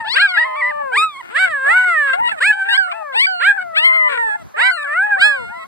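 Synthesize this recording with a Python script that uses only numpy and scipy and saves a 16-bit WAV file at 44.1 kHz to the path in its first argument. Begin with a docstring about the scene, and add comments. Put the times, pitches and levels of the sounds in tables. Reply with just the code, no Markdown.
"""Young puppies on a blanket outdoors, close to a small two-port microphone, over a faint hush and lumpy low wind.
A far pup and a yapper open, a squeal follows and a long howl rises and sinks; then yelps, whines and squeals
overlap with four more long howls and short rasping croaks, until a latecomer and a small pup end it.
Each cry is a gliding stack of harmonics with some breath, and each pup has its own balance of the sum
and difference of the ports; a few dull reflections follow the voices."""
import sys
import numpy as np
from scipy import signal
from scipy.fft import rfft, irfft
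from scipy.io import wavfile
from scipy.ndimage import uniform_filter1d, minimum_filter1d

SR = 44100
rng = np.random.default_rng(int(sys.argv[2]) if len(sys.argv) > 2 else 0)


def gain_from_db(level_db):
    """Convert decibel levels to linear amplitude factors (20 dB per decade)."""
    decades = np.asarray(level_db, float) / 20
    return 10 ** decades


def wrap_up_sound(samples):
    """Save the sound to the file named by the first command line argument, as 16-bit audio."""
    columns = np.atleast_2d(samples).T
    # keep every value between -1 and 1, then stretch to whole-number steps
    tamed = np.clip(columns, -1, 1)
    steps = np.round(tamed * 32767).astype(np.int16)
    wavfile.write(sys.argv[1], SR, steps)


N = 250047


def at_hz(points, hz):
    """Reads a spectrum on a log-frequency axis."""
    points_hz, values = np.transpose(points)
    return np.interp(np.log(hz), np.log(points_hz), values)


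def rms_one(x):
    """Scales to rms 1."""
    return x / np.sqrt(np.mean(x ** 2) + 1e-20)


def drift(rate_hz, count):
    """Slow chance of rms 1: noise through two equal one-pole lowpasses at the rate."""
    r = np.exp(-2 * np.pi * rate_hz / SR)
    noise = rng.standard_normal(count + 4000)
    settled = signal.lfilter([1], [1, -2 * r, r * r], noise)[4000:]
    return rms_one(settled)


def coloured(spectrum):
    """Noise with the shape of the given spectrum, rms 1."""
    hz = np.maximum(np.fft.rfftfreq(N, 1 / SR), 1)
    white = rfft(rng.standard_normal(N))
    return rms_one(irfft(white * gain_from_db(at_hz(spectrum, hz)), N))


HUSH_SUM_DB, HUSH_DIFFERENCE_DB = -50.5, -45   # rms before the ducking
WIND_LOW_HZ, WIND_HIGH_HZ = 59, 250
WIND_SUM_DB = -27   # the sum of the ports hears less wind than the difference
# Hush of the open air in the sum of the two ports. Each row: frequency in Hz, relative density in dB per Hz.
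HUSH_SUM = [(30, -49.5), (350, -26.5), (700, 10.5), (1500, 10), (2800, -5), (4500, -2.5), (6200, -16.5),
            (8300, -14), (11000, -15), (13500, -10.5), (15300, -27)]
# The same hush in their difference. Each row: frequency in Hz, relative density in dB per Hz.
HUSH_DIFFERENCE = [(30, -15), (120, -11), (400, -8), (900, -7.5), (2000, -22), (4500, -38.5), (6200, -25.5),
                   (8300, -37.5), (15300, -31)]
# Wind on the ports, mostly opposed in the two channels. Each row: time in seconds, level in dB before the lumps.
WIND = [(0, -42), (.5, -62.5), (.8, -37.5), (1.1, -54.5), (1.5, -45.5), (2, -53), (2.301, -32),
        (2.6, -61.5), (3.2, -53.5), (3.898, -53), (4.1, -49), (4.4, -43.5), (4.899, -64.5), (5.201, -35),
        (5.67, -53)]


def outdoors():
    """Steady coloured hush, and wind as a low noise band whose level wanders in lumps."""
    band = signal.butter(2, [WIND_LOW_HZ, WIND_HIGH_HZ], "band", fs=SR, output="sos")
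    lumps_db = 9 * np.minimum(drift(8, count=N), 1)
    gust_db = np.interp(np.arange(N) / SR, *np.transpose(WIND)) + lumps_db
    rumble = rms_one(signal.sosfilt(band, rng.standard_normal((2, N))))
    wind = gain_from_db(gust_db) * rumble * gain_from_db([[WIND_SUM_DB], [0]])
    hush_sum = gain_from_db(HUSH_SUM_DB) * coloured(HUSH_SUM)
    hush_difference = gain_from_db(HUSH_DIFFERENCE_DB) * coloured(HUSH_DIFFERENCE)
    return wind + np.array([hush_sum, hush_difference])


DUCK_KNEE_DB, DUCK_SHARE = -38, .32


def ducking(voices):
    """Gain control: the background sinks by a share of the voices' excess over the knee."""
    power = uniform_filter1d((voices ** 2).sum(axis=0), size=2600)
    loud_db = 10 * np.log10(np.abs(power) + 1e-12)
    return gain_from_db(-DUCK_SHARE * np.maximum(loud_db - DUCK_KNEE_DB, 0))


# Reflections from the ground and nearby things. Each row: delay in seconds, level in dB.
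ECHOES = [(.011, -31.5), (.023, -28), (.047, -31.5)]


def echoes(x):
    """Adds a few dull reflections, each with sum and difference exchanged."""
    dull = signal.lfilter([.3], [1, -.7], x)
    out = x.copy()
    for delay_s, db in ECHOES:
        delay = round(delay_s * SR)
        out[:, delay:] += gain_from_db(db) * dull[::-1, :N - delay]
    return out


CROAK_HOARSE, CROAK_PUP, CROAK_HEADING = .6, "yelper", 90.5   # heading in degrees
CROAK_EDGE, CROAK_SAG = .08, .03   # shares: of the length at each end, of the pitch lost by the end
CROAK_END_BOOST_DB = 3   # both ends are louder than the middle
CROAK_OPEN_DB, CROAK_BRIGHT_DB, CROAK_TREBLE_DB = 19, 2, -47
# Short rasping croaks and voice breaks.
# Each row: start in seconds, length in seconds, pitch in Hz, voice level in dB, overtone level in dB.
CROAKS = [(0.0, 0.033, 640, -43, -51), (0.552, .02, 707, -45.5, -44), (1.223, 0.15, 355.4, -49, -49),
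          (1.36, .13, 560.5, -36, -44), (1.64, 0.076, 449.6, -36.5, -55), (1.865, .045, 391, -38, -52),
          (2.07, .045, 332, -43, -40), (2.16, 0.053, 717, -38.5, -53), (2.281, .04, 677, -35, -39.5),
          (2.371, 0.028, 615, -43, -53), (2.64, 0.047, 466, -46.5, -41.5), (2.91, 0.02, 611, -44, -35),
          (3.575, .06, 1558, -39.5, -52), (3.91, 0.063, 748, -45.5, -49), (4.084, 0.1, 476.3, -34.5, -48),
          (4.89, .05, 403, -52, -52), (5.06, .06, 632, -41.5, -50)]


def croaks():
    """Hoarse, short calls that break in and out abruptly while the pitch sags."""
    calls = []
    for s, length, hz, db, over_db in CROAKS:
        rows = []
        for part in (0, CROAK_EDGE, 1 - CROAK_EDGE, 1):
            level_db = db + CROAK_END_BOOST_DB * (part in (0, 1))
            pitch = hz * (1 - CROAK_SAG * part)
            rows.append((s + length * part, pitch, level_db, CROAK_OPEN_DB, CROAK_BRIGHT_DB))
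        calls.append((rows, CROAK_HOARSE, CROAK_PUP, CROAK_HEADING, over_db, CROAK_TREBLE_DB))
    return calls


TREBLE_HZ = 6300   # overtones from here up follow the treble level
OVER_FOLLOWS, OVER_OCTAVES = 1.136, 1.199   # overtones: share of the opening, octaves of brightness
TREBLE_FOLLOWS, TREBLE_OCTAVES = 0.87, 0.75   # the same for the treble overtones
BRIGHT_FROM_HZ = 1497   # brightness tilts the spectrum above this
BRIGHT_OCTAVES = 1.4   # the three lowest harmonics tilt over at most this span
SKEW_RAD = 0.13   # phase lead of the difference over the sum
PORT_LAG_S = 2e-5   # extra lead of the difference, which grows into phase with frequency
# The three lowest harmonics through a closed mouth. Each row: frequency in Hz, level in dB.
MOUTH = [(500, 0), (1000, 0), (1500, -5), (2200, -16), (3300, -29), (4800, -29.5)]
# How far those harmonics follow the opening of the mouth. Each row: frequency in Hz, share.
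OPENING = [(600, .01), (900, 0.13), (1200, 0.17), (1600, 0.96), (2300, 0.85), (3300, 0.67)]
# Colour of the overtones through throat and microphone port. Each row: frequency in Hz, level in dB.
OVERTONES = [(1500, 35.5), (2600, 22.5), (3800, 9.5), (5000, -2), (6000, -28), (6800, -6.5), (7900, 10.5),
             (8700, 7), (9400, -8.5), (10200, -1), (11500, -14), (13500, -25), (15500, -34)]
# Frequencies at which the bearing of a pup is given. One column: frequency in Hz.
BEARING_HZ = [550, 950, 1500, 2200, 3300, 4800, 8000]


def cry(rows, bearing, hoarse, over_db, treble_db):
    """Harmonics on the gliding pitch of the vocal folds; returns first sample and (sum, difference)."""
    s, *columns = np.transpose(rows)
    at = np.arange(int(s[0] * SR), min(int(s[-1] * SR), N))
    pitch, voice_db, open_db, bright_db = [np.interp(at / SR, s, c) for c in columns]
    pitch = uniform_filter1d(pitch, size=500, mode="nearest")   # the larynx rounds every turn of pitch
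    glide = np.abs(np.gradient(np.log(pitch))) * SR
    hoarse = hoarse + .006 * np.minimum(glide, 15)   # fast glides rasp
    waver = 0.0038 * drift(21.1, count=len(at))
    rasp = 0.05 * hoarse * drift(190, count=len(at))
    pitch = pitch * (1 + waver + rasp)
    phase = 2 * np.pi * np.cumsum(pitch) / SR

    # levels move slowly, so they are computed at every 32nd sample
    step, out = at[::32], np.zeros((2, len(at)))
    voice_db, open_db, bright_db = voice_db[::32], open_db[::32], bright_db[::32]
    for k in range(1, int(15000 / pitch.min()) + 1):
        hz = k * pitch[::32]
        octaves = np.log2(hz / BRIGHT_FROM_HZ)
        if k <= 3:
            tilt_db = bright_db * np.clip(octaves, 0, BRIGHT_OCTAVES)
            shape_db = at_hz(MOUTH, hz) + at_hz(OPENING, hz) * open_db + tilt_db
        else:
            tilt_db = bright_db * np.clip(octaves, 0, OVER_OCTAVES)
            middle_db = over_db + OVER_FOLLOWS * open_db + tilt_db
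            high_db = treble_db + TREBLE_FOLLOWS * open_db + TREBLE_OCTAVES * bright_db
            shape_db = np.where(hz < TREBLE_HZ, middle_db, high_db)
            shape_db = shape_db + at_hz(OVERTONES, hz) + rng.normal(0, 1.5)
        height = np.sqrt(2) * gain_from_db(voice_db + shape_db) * (hz < 15600)
        # the bearing divides each harmonic between sum and difference
        angle = np.radians(at_hz(np.transpose([BEARING_HZ, bearing]), hz))
        turn = k * phase + rng.uniform(0, 2 * np.pi)
        lead = SKEW_RAD + 2 * np.pi * k * pitch * PORT_LAG_S
        out[0] += np.interp(at, step, height * np.cos(angle)) * np.sin(turn)
        out[1] += np.interp(at, step, height * np.sin(angle)) * np.sin(turn + lead)

    edge = np.clip(np.minimum(at - at[0], at[-1] - at) / (.007 * SR), 0, 1)
    shimmer = gain_from_db(5.1 * hoarse * drift(120, count=len(at)))   # uneven cycles
    # strong-weak cycles come and go
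    shimmer *= 1 + 0.27 * hoarse * drift(30, count=len(at)) * np.sin(phase / 2)
    return at[0], out * edge * shimmer


BREATH_DB = -40.5   # relative to the voices, before the patches
# Breath noise of the pups. Each row: frequency in Hz, relative density in dB per Hz.
BREATH = [(300, -72), (900, 28.5), (1700, -30), (2600, 5), (4000, 15.5), (6000, -54), (8200, 21.5),
          (11000, -44), (15500, -51.5)]
# Where each pup lies, as the ports hear it. Each entry: the pup, then degrees at each of BEARING_HZ
# (0 both channels in step, 90 opposed).
BEARINGS = {"far": (3, 8, 8, 10, 93, -16, -4.5), "small": (76, 32, 2, -28, -106, -167, -167),
            "right, turned": (-52, -29, -6, 3, 67, 35, 31), "grumbler": (84, 47, -24, 43, 64, 80, 24),
            "howler, head up": (72.5, 62.5, -1.5, -43, -56.5, -21, -21),
            "howler, turned": (78.5, 62, -2.5, -14, -46, -64.5, -170),
            "wailer": (91, 78, 71.3, 69.4, 79.6, 72.8, 65),
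            "whiner, turned": (89, 71.5, 136, 113, 56.5, 38, 20.7),
            "squealer": (30, 69, 116, 83.3, 83.3, 100, 128),
            "howler": (66.5, 47.5, -11.5, -25, -100, -170, -165),
            "yelper": (84.2, 84.7, 53.6, 66, 80.5, 75.2, 57.4),
            "right": (-33, -28.5, 1, -3.5, 62, 20, 37.5), "yapper": (120, 55, 14, 62.6, 74, 38, 30),
            "whiner": (71, 73, 114.2, 108, 74, 60, 45), "latecomer": (85.5, 83, 1.5, -85, -90, -173, -160)}
# The cries, one list each. Each row: time in seconds, pitch in Hz, voice level in dB, mouth opening in dB,
# brightness in dB per octave.
CRIES = [
    [(0.0, 931, -26.5, 13.5, -1), (0.048, 876, -32.5, 17.5, -22), (0.064, 841, -31.5, 13.5, -11),
     (0.092, 928, -23, 1.5, 23)],
    [(0.04, 637, -30, -3, 4), (0.104, 938, -28.5, 6, 20), (0.148, 1168, -44.5, 31, 21),
     (0.162, 1210, -43, 29, -15)],
    [(0.165, 1610, -13, 27.5, -5.5), (0.176, 1620, -28.5, 27, -21.5), (0.2, 1434, -32.5, 21, 22),
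     (0.268, 1318, -38, 26, 1.5), (0.292, 1134, -38.5, 28.5, 17.5), (0.33, 1035, -40.5, 16.5, 21.5)],
    [(0.335, 1000, -38, 19, 18), (0.392, 936, -37.5, 41, -2), (0.436, 928, -34, 23.5, -5),
     (0.456, 881, -30, 9, -5), (0.548, 872, -29, -11, 13), (0.614, 913, -32, 7, 2.5),
     (0.68, 900, -31.5, 16, -6), (0.704, 902, -36.5, 16, 1.5), (0.766, 896.6, -30.5, -6, 5),
     (0.828, 854, -22, 7.5, -16)],
    [(0.13, 388, -37.5, 6, 2.5), (0.166, 543, -28.5, 19, 19), (0.198, 709, -27.5, 25.5, 5),
     (0.222, 803, -35, 32, 12), (0.23, 821.6, -29.5, 29.5, 4), (0.262, 793, -38.5, 37.5, -1.5),
     (0.282, 730, -32, 8, 10), (0.298, 739, -31.5, 8.5, 3), (0.35, 703, -34.5, 32, -10),
     (0.37, 663, -29.5, 16, -4), (0.39, 637, -32, 2, 19), (0.452, 639, -31.5, -5.5, 21),
     (0.514, 627, -31.5, -3, 9), (0.594, 602.3, -29.5, -2, 0), (0.696, 596, -28, -7.5, 13),
     (0.798, 588, -26, 5, -7.5), (0.874, 537, -26.5, 0.5, -3), (0.97, 445, -30.5, -9, 12),
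     (1.026, 411, -38.5, 18.5, -7), (1.054, 419, -52, 15, 19)],
    [(0.36, 776, -45, 8, 7), (0.376, 824, -33.5, 37, -4.5), (0.408, 977, -33, 36.5, -7),
     (0.432, 923, -39, 47, -10), (0.46, 1091, -24.5, 14, -4), (0.485, 1027, -28.5, 5, 3.5),
     (0.548, 1029, -27.5, 9, -1), (0.58, 1175, -27.5, 19.5, -1.5), (0.607, 1133, -29.5, 34, -10),
     (0.624, 963, -35.5, 47.5, -24), (0.7, 1023, -34, 39.5, -17), (0.728, 721, -42, 13, 0)],
    [(0.915, 708, -36, 15, -7), (0.935, 777, -38.5, 32.5, -5), (0.951, 815, -35, 27.5, 2),
     (0.979, 1200, -15.5, 24, 3.5), (1.0, 1242, -17, 11, 14), (1.039, 1297, -15.5, 18, 1),
     (1.071, 1268, -16, -6.5, 7), (1.12, 1162, -34.5, -11.5, 25), (1.167, 1057, -36.5, 15, 8.5),
     (1.195, 1126, -32, 1, 11), (1.219, 905, -32, 17.5, -2)],
    [(1.3, 390.8, -44.5, 14.5, 11), (1.34, 503, -37, 10, 10), (1.364, 596, -31.5, 32.5, 1),
     (1.4, 754, -27.5, 19.5, 15), (1.448, 762, -25, 24.5, 5), (1.484, 673, -28.5, 8.5, 5.5),
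     (1.51, 642, -29, 13, 12), (1.544, 575, -32, 29.5, -17), (1.6, 531, -33, 17, -1.5),
     (1.64, 536, -30, 19, -3), (1.68, 567, -26, 27.5, -17), (1.712, 654, -32, 42, -9),
     (1.76, 739, -27.5, 28.5, -5), (1.772, 743, -32, 37, -4.5), (1.832, 745, -31, 28, -12),
     (1.884, 720, -25.5, 23.5, -1.5), (1.98, 610, -30, 36, -17), (2.05, 560, -29.5, 23, -3),
     (2.12, 517, -32.5, 25.5, -2.5), (2.164, 564, -31, 4, 20)],
    [(1.66, 655, -26, 1, 20), (1.716, 865, -15, -21, 30), (1.756, 939, -31, -3, 17),
     (1.78, 950, -25, -12.5, 32), (1.8, 1030, -30, 8, 17), (1.828, 950, -37.5, 10, 23),
     (1.852, 1020, -32, 27.5, 4)],
    [(2.13, 669, -19, 24, 8.5), (2.17, 755, -22.5, -18, 11), (2.21, 932, -10.5, -14, 0),
     (2.238, 971, -18.5, 9.5, -3.5), (2.278, 937, -16.5, 4.5, 18), (2.29, 994, -16, 12, 7)],
    [(2.31, 920, -42, 12, 8), (2.318, 898, -26, 19, -2.5), (2.362, 645, -34, -3, 5),
     (2.398, 606, -31, 18.5, 5)],
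    [(2.4, 443, -34.5, 19, 12), (2.428, 607, -27, 22.5, 20), (2.44, 707, -33, 29.5, 16.5),
     (2.48, 856, -27.5, 17, 27), (2.512, 849, -30.5, 35.5, -1), (2.54, 817, -32, 10.5, -26),
     (2.608, 875, -28.5, 2, -5)],
    [(2.49, 670, -45, -17.5, 26), (2.532, 766, -40, 33.5, -6.5), (2.56, 781, -36, 15.5, -5.5),
     (2.624, 775, -32, 27.5, -16.5), (2.656, 781, -33.5, 15, -13.5), (2.72, 815, -31, 24.5, -23),
     (2.74, 767, -30, 27, -25), (2.756, 786, -37, 29.5, -15), (2.796, 781, -29, 8.5, -14),
     (2.86, 741.6, -33, 10.5, -7), (2.924, 686, -30.5, -6.5, 5.5), (3.0, 651, -29.5, -6.5, -7),
     (3.064, 582, -32, 14.5, -34), (3.128, 526, -34, 12, -36), (3.18, 466, -37.5, -9, 25)],
    [(2.65, 801, -37, 23, -9), (2.674, 816, -30.5, 0, -14), (2.69, 894, -26.5, 22.5, 4.5),
     (2.738, 970, -22, -5.5, 38.5), (2.774, 1156, -29, 22, 14.5)],
    [(2.775, 1634, -24, 27, 19), (2.783, 1645, -23.5, 24.5, -0.5), (2.847, 1411, -26.5, 15, 2),
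     (2.903, 1316, -30.5, 15, -11.5), (2.923, 1166, -19.5, -4, 13.5), (2.935, 902, -21, -1, -3)],
    [(2.87, 527, -39, 6, -6), (2.926, 778, -37, 5, 24), (2.95, 872, -31.5, -0.5, 18.5),
     (2.998, 893, -32.5, -7.5, 19), (3.034, 823, -22.5, -21, 15)],
    [(3.12, 603, -47.5, 18.5, 12), (3.16, 869, -14, -7.5, 26), (3.2, 976, -26.5, 20, 22),
     (3.228, 1121, -30, 29, 16.5), (3.248, 1151, -37, 50.5, -0.5), (3.264, 1120, -34.5, 49, 0)],
    [(3.24, 601, -40, 25, 23), (3.264, 705, -40.5, 16, 13), (3.288, 773, -25, 11, -33),
     (3.36, 720, -26, -12, -2), (3.428, 700, -39.5, 8, 17)],
    [(3.265, 1560, -10, 11, 14.5), (3.277, 1551, -30.5, 19, 10), (3.377, 1408, -30, 11, 11),
     (3.453, 1387, -13, 5.5, 3.5), (3.489, 1330, -64, 5, 4)],
    [(3.395, 415, -44, 21, 1), (3.419, 543, -34, 25.5, 5), (3.451, 738, -29, 24, 10),
     (3.491, 838, -29.5, 31.5, -0.5), (3.515, 800, -34, 34.5, -8), (3.563, 796, -27, -25, -13),
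     (3.579, 788, -30.5, 21, -20), (3.599, 718, -32.5, 24, -23), (3.615, 741, -32.5, 13.5, 9),
     (3.655, 697, -27.5, -10.5, 3), (3.725, 658, -31.5, -1.5, -4), (3.795, 622, -26, 2, 18),
     (3.855, 668, -27.5, 1, 0), (3.907, 645, -30, 2, 13), (3.96, 655, -27.5, 0.5, 3),
     (4.04, 618, -28.5, -0.5, 5), (4.123, 562, -27.5, 4.5, 15.5), (4.159, 494, -29.5, 9.5, 1),
     (4.179, 473, -30, 12, -3), (4.239, 464, -40.5, -5, 20), (4.299, 429, -33.5, -9, 12)],
    [(3.455, 916, -35, 19, 14), (3.499, 908, -45.5, 36, -2), (3.551, 829, -34, 21, -13.5),
     (3.579, 880, -31, 18, -14)],
    [(3.73, 580, -25, -10, 1), (3.754, 682, -43, 27.5, 16.5), (3.782, 864, -24, 22.5, 26),
     (3.818, 948, -20, 2, 28), (3.858, 1060, -23, 35, 9.5), (3.914, 1027, -20, 35, -15.5),
     (3.942, 1051, -28.5, 34.5, 1), (4.006, 1025, -30.5, 45, -16), (4.07, 1001, -19, 24, -10),
     (4.09, 1032, -21, 20, 7)],
    [(4.178, 944, -21.5, 21.5, -15), (4.25, 904, -22, 17.5, -13), (4.338, 828, -28, 17.5, -8.5),
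     (4.358, 892, -19.5, 8, -14), (4.378, 749, -43, -6, -4)],
    [(4.28, 586, -43.5, 7, 13), (4.336, 710, -40.5, 6, -3), (4.408, 683, -43.5, 4, 10),
     (4.432, 635, -34, -13, 23)],
    [(4.54, 575, -28, 5, -12), (4.572, 635, -37, 22, -13), (4.6, 870, -22.5, 14.5, -1),
     (4.62, 962, -22.5, 17.5, 10.5), (4.692, 1020, -27, 34, -8), (4.712, 1039, -27, 30, 1)],
    [(4.56, 386, -38, 22, -5), (4.6, 532, -31, 23, 9), (4.636, 727, -28.5, 21.5, 8.5),
     (4.672, 786, -28.5, 20.5, 16.5), (4.7, 769, -32.5, 30.5, -12), (4.72, 685, -30, 6, -13),
     (4.76, 685, -33, 8, -4), (4.78, 600, -34, 26, -18), (4.868, 562, -34.5, 20, -17),
     (4.928, 597, -28.5, 26, -17.5), (4.98, 729, -31.5, 32, -11.5), (5.015, 784, -28, 24, -18),
     (5.048, 842, -26, 22, -10.5), (5.09, 838, -22.5, 4.5, -11), (5.124, 818, -25, 25, -13.5),
     (5.155, 788, -28, 22, -8), (5.18, 756, -20, -14.5, 3), (5.216, 728, -29, 19, -43),
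     (5.252, 646, -23, 2, -19), (5.316, 578, -28, 9, -4), (5.388, 520, -30, -6, 6),
     (5.46, 435, -37, -4, 10)],
    [(4.71, 1510, -25, 36, 3), (4.718, 1520, -35, 27, 7), (4.742, 1422, -32, 18.5, 12),
     (4.822, 1262, -44.5, 29, 5.5), (4.838, 1210, -29, 20, 11)],
    [(4.84, 841, -25.5, 10, 11.5), (4.86, 754, -44.5, 28, -10), (4.88, 680, -39, 22.5, -3),
     (4.92, 662, -39, 10, 7.5), (4.944, 790, -38, 3, 27)],
    [(5.16, 480, -29, 19, -28.5), (5.208, 742, -37, 25.5, 17), (5.224, 792, -25, 33, 10.5),
     (5.26, 853, -12.5, 14.5, 15.5), (5.31, 833, -32, 31.5, 1.5), (5.356, 791, -33.5, 21.5, 3),
     (5.4, 695, -40.5, 21.5, 4), (5.46, 703, -38, 14, 8), (5.52, 711, -37.5, 16, -5),
     (5.57, 675, -33.5, -3, 13), (5.636, 641, -39.5, 16.5, 7), (5.664, 770, -44, -8, 7)],
    [(5.47, 680, -52.5, 17.5, 5), (5.526, 941, -31.5, -4, 1), (5.574, 1011, -39.5, 23.5, -5),
     (5.606, 1083, -35.5, 4, -3), (5.666, 1076, -38, 0, 7)],
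]
# Hoarseness of each cry before its glides add rasp. One column: share (0 clear, 1 rasping).
HOARSE = [.08, .06, .08, .1, .04, .1, .03, .04, .3, .22, .35, .06, .04, .06, .06, .15, .04, .06, .04, .03,
          .3, .05, .05, .08, .08, .04, .06, .1, .04, .04]
# Who gives each cry. Each row: pup, heading of the head in degrees (90 straight on), overtone level in dB,
# treble overtone level in dB.
CRIERS = [("far", 88, -45, -55), ("yapper", 92.8, -36, -52), ("yapper", 108, -46.5, -59),
          ("yapper", 107.5, -50.5, -58.5), ("howler", 105.3, -49.5, -52.5), ("right", 92.5, -49, -56.5),
          ("right, turned", 91.4, -46.5, -47.5), ("howler, head up", 94, -54.5, -51),
          ("yapper", 96.6, -55, -45.5), ("yelper", 89.3, -50.5, -52), ("whiner", 102.4, -46.5, -44),
          ("howler", 107.3, -62, -53), ("howler", 98.7, -39.5, -41), ("yelper", 90.3, -49, -49),
          ("squealer", 94.5, -50, -50), ("grumbler", 91, -58.5, -58), ("wailer", 93.9, -49.5, -53),
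          ("whiner", 89, -53, -62), ("squealer", 93.2, -45.5, -53.5), ("howler, turned", 89.4, -53, -53.5),
          ("yelper", 85, -43, -43), ("wailer", 96.3, -57.5, -56.5), ("whiner", 94, -42, -45.5),
          ("howler", 95, -48, -45.5), ("whiner, turned", 86.8, -47, -54), ("howler", 100.9, -51, -50),
          ("yapper", 100, -53, -46.5), ("yapper", 100, -47, -45), ("latecomer", 91, -50, -51),
          ("small", 91, -43, -63)]


def litter():
    """All cries and croaks, with breath noise that follows their loudness in patches."""
    out = np.zeros((2, N))
    calls = [(rows, hoarse, *crier) for rows, hoarse, crier in zip(CRIES, HOARSE, CRIERS)]
    for rows, hoarse, pup, heading, over_db, treble_db in calls + croaks():
        bearing = np.add(BEARINGS[pup], heading - 90)
        start, sound = cry(rows, bearing, hoarse, over_db, treble_db)
        out[:, start:start + sound.shape[1]] += sound
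    effort = np.sqrt(np.abs(uniform_filter1d(out ** 2, size=600)))
    patches_db = 4.1 * drift(12, count=N)
    air = np.array([coloured(BREATH), coloured(BREATH)])
    return out + gain_from_db(BREATH_DB + patches_db) * effort * air


def scene():
    """The litter over the ducked outdoors; sum and difference become left and right."""
    voices = echoes(litter())
    both, apart = voices + ducking(voices) * outdoors()
    return np.array([both + apart, both - apart])


LIMIT, RELEASE_DB_PER_S = .98, 40   # limit as a share of full scale


def limiter(x):
    """Looks 3 ms ahead and turns both channels down so that peaks stay under the limit."""
    over_db = np.maximum(20 * np.log10(np.abs(x).max(axis=0) / LIMIT + 1e-9), 0)
    fall = RELEASE_DB_PER_S * np.arange(N) / SR
    held_db = np.maximum.accumulate(over_db + fall) - fall
    ahead_db = minimum_filter1d(-held_db, size=265)
    return x * gain_from_db(uniform_filter1d(ahead_db, size=132))


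def band_limit(x):
    """A steep low-pass at the top of the band."""
    return signal.sosfilt(signal.butter(12, 15680, fs=SR, output="sos"), x)


BASS_CUT_HZ = 26


def record(dry):
    """The microphone drops the deepest bass, then the limiter holds the peaks."""
    bass_cut = signal.butter(2, BASS_CUT_HZ, "high", fs=SR, output="sos")
    mix = limiter(signal.sosfilt(bass_cut, dry))
    return band_limit(mix)


dry = scene()
out = record(dry)
wrap_up_sound(out)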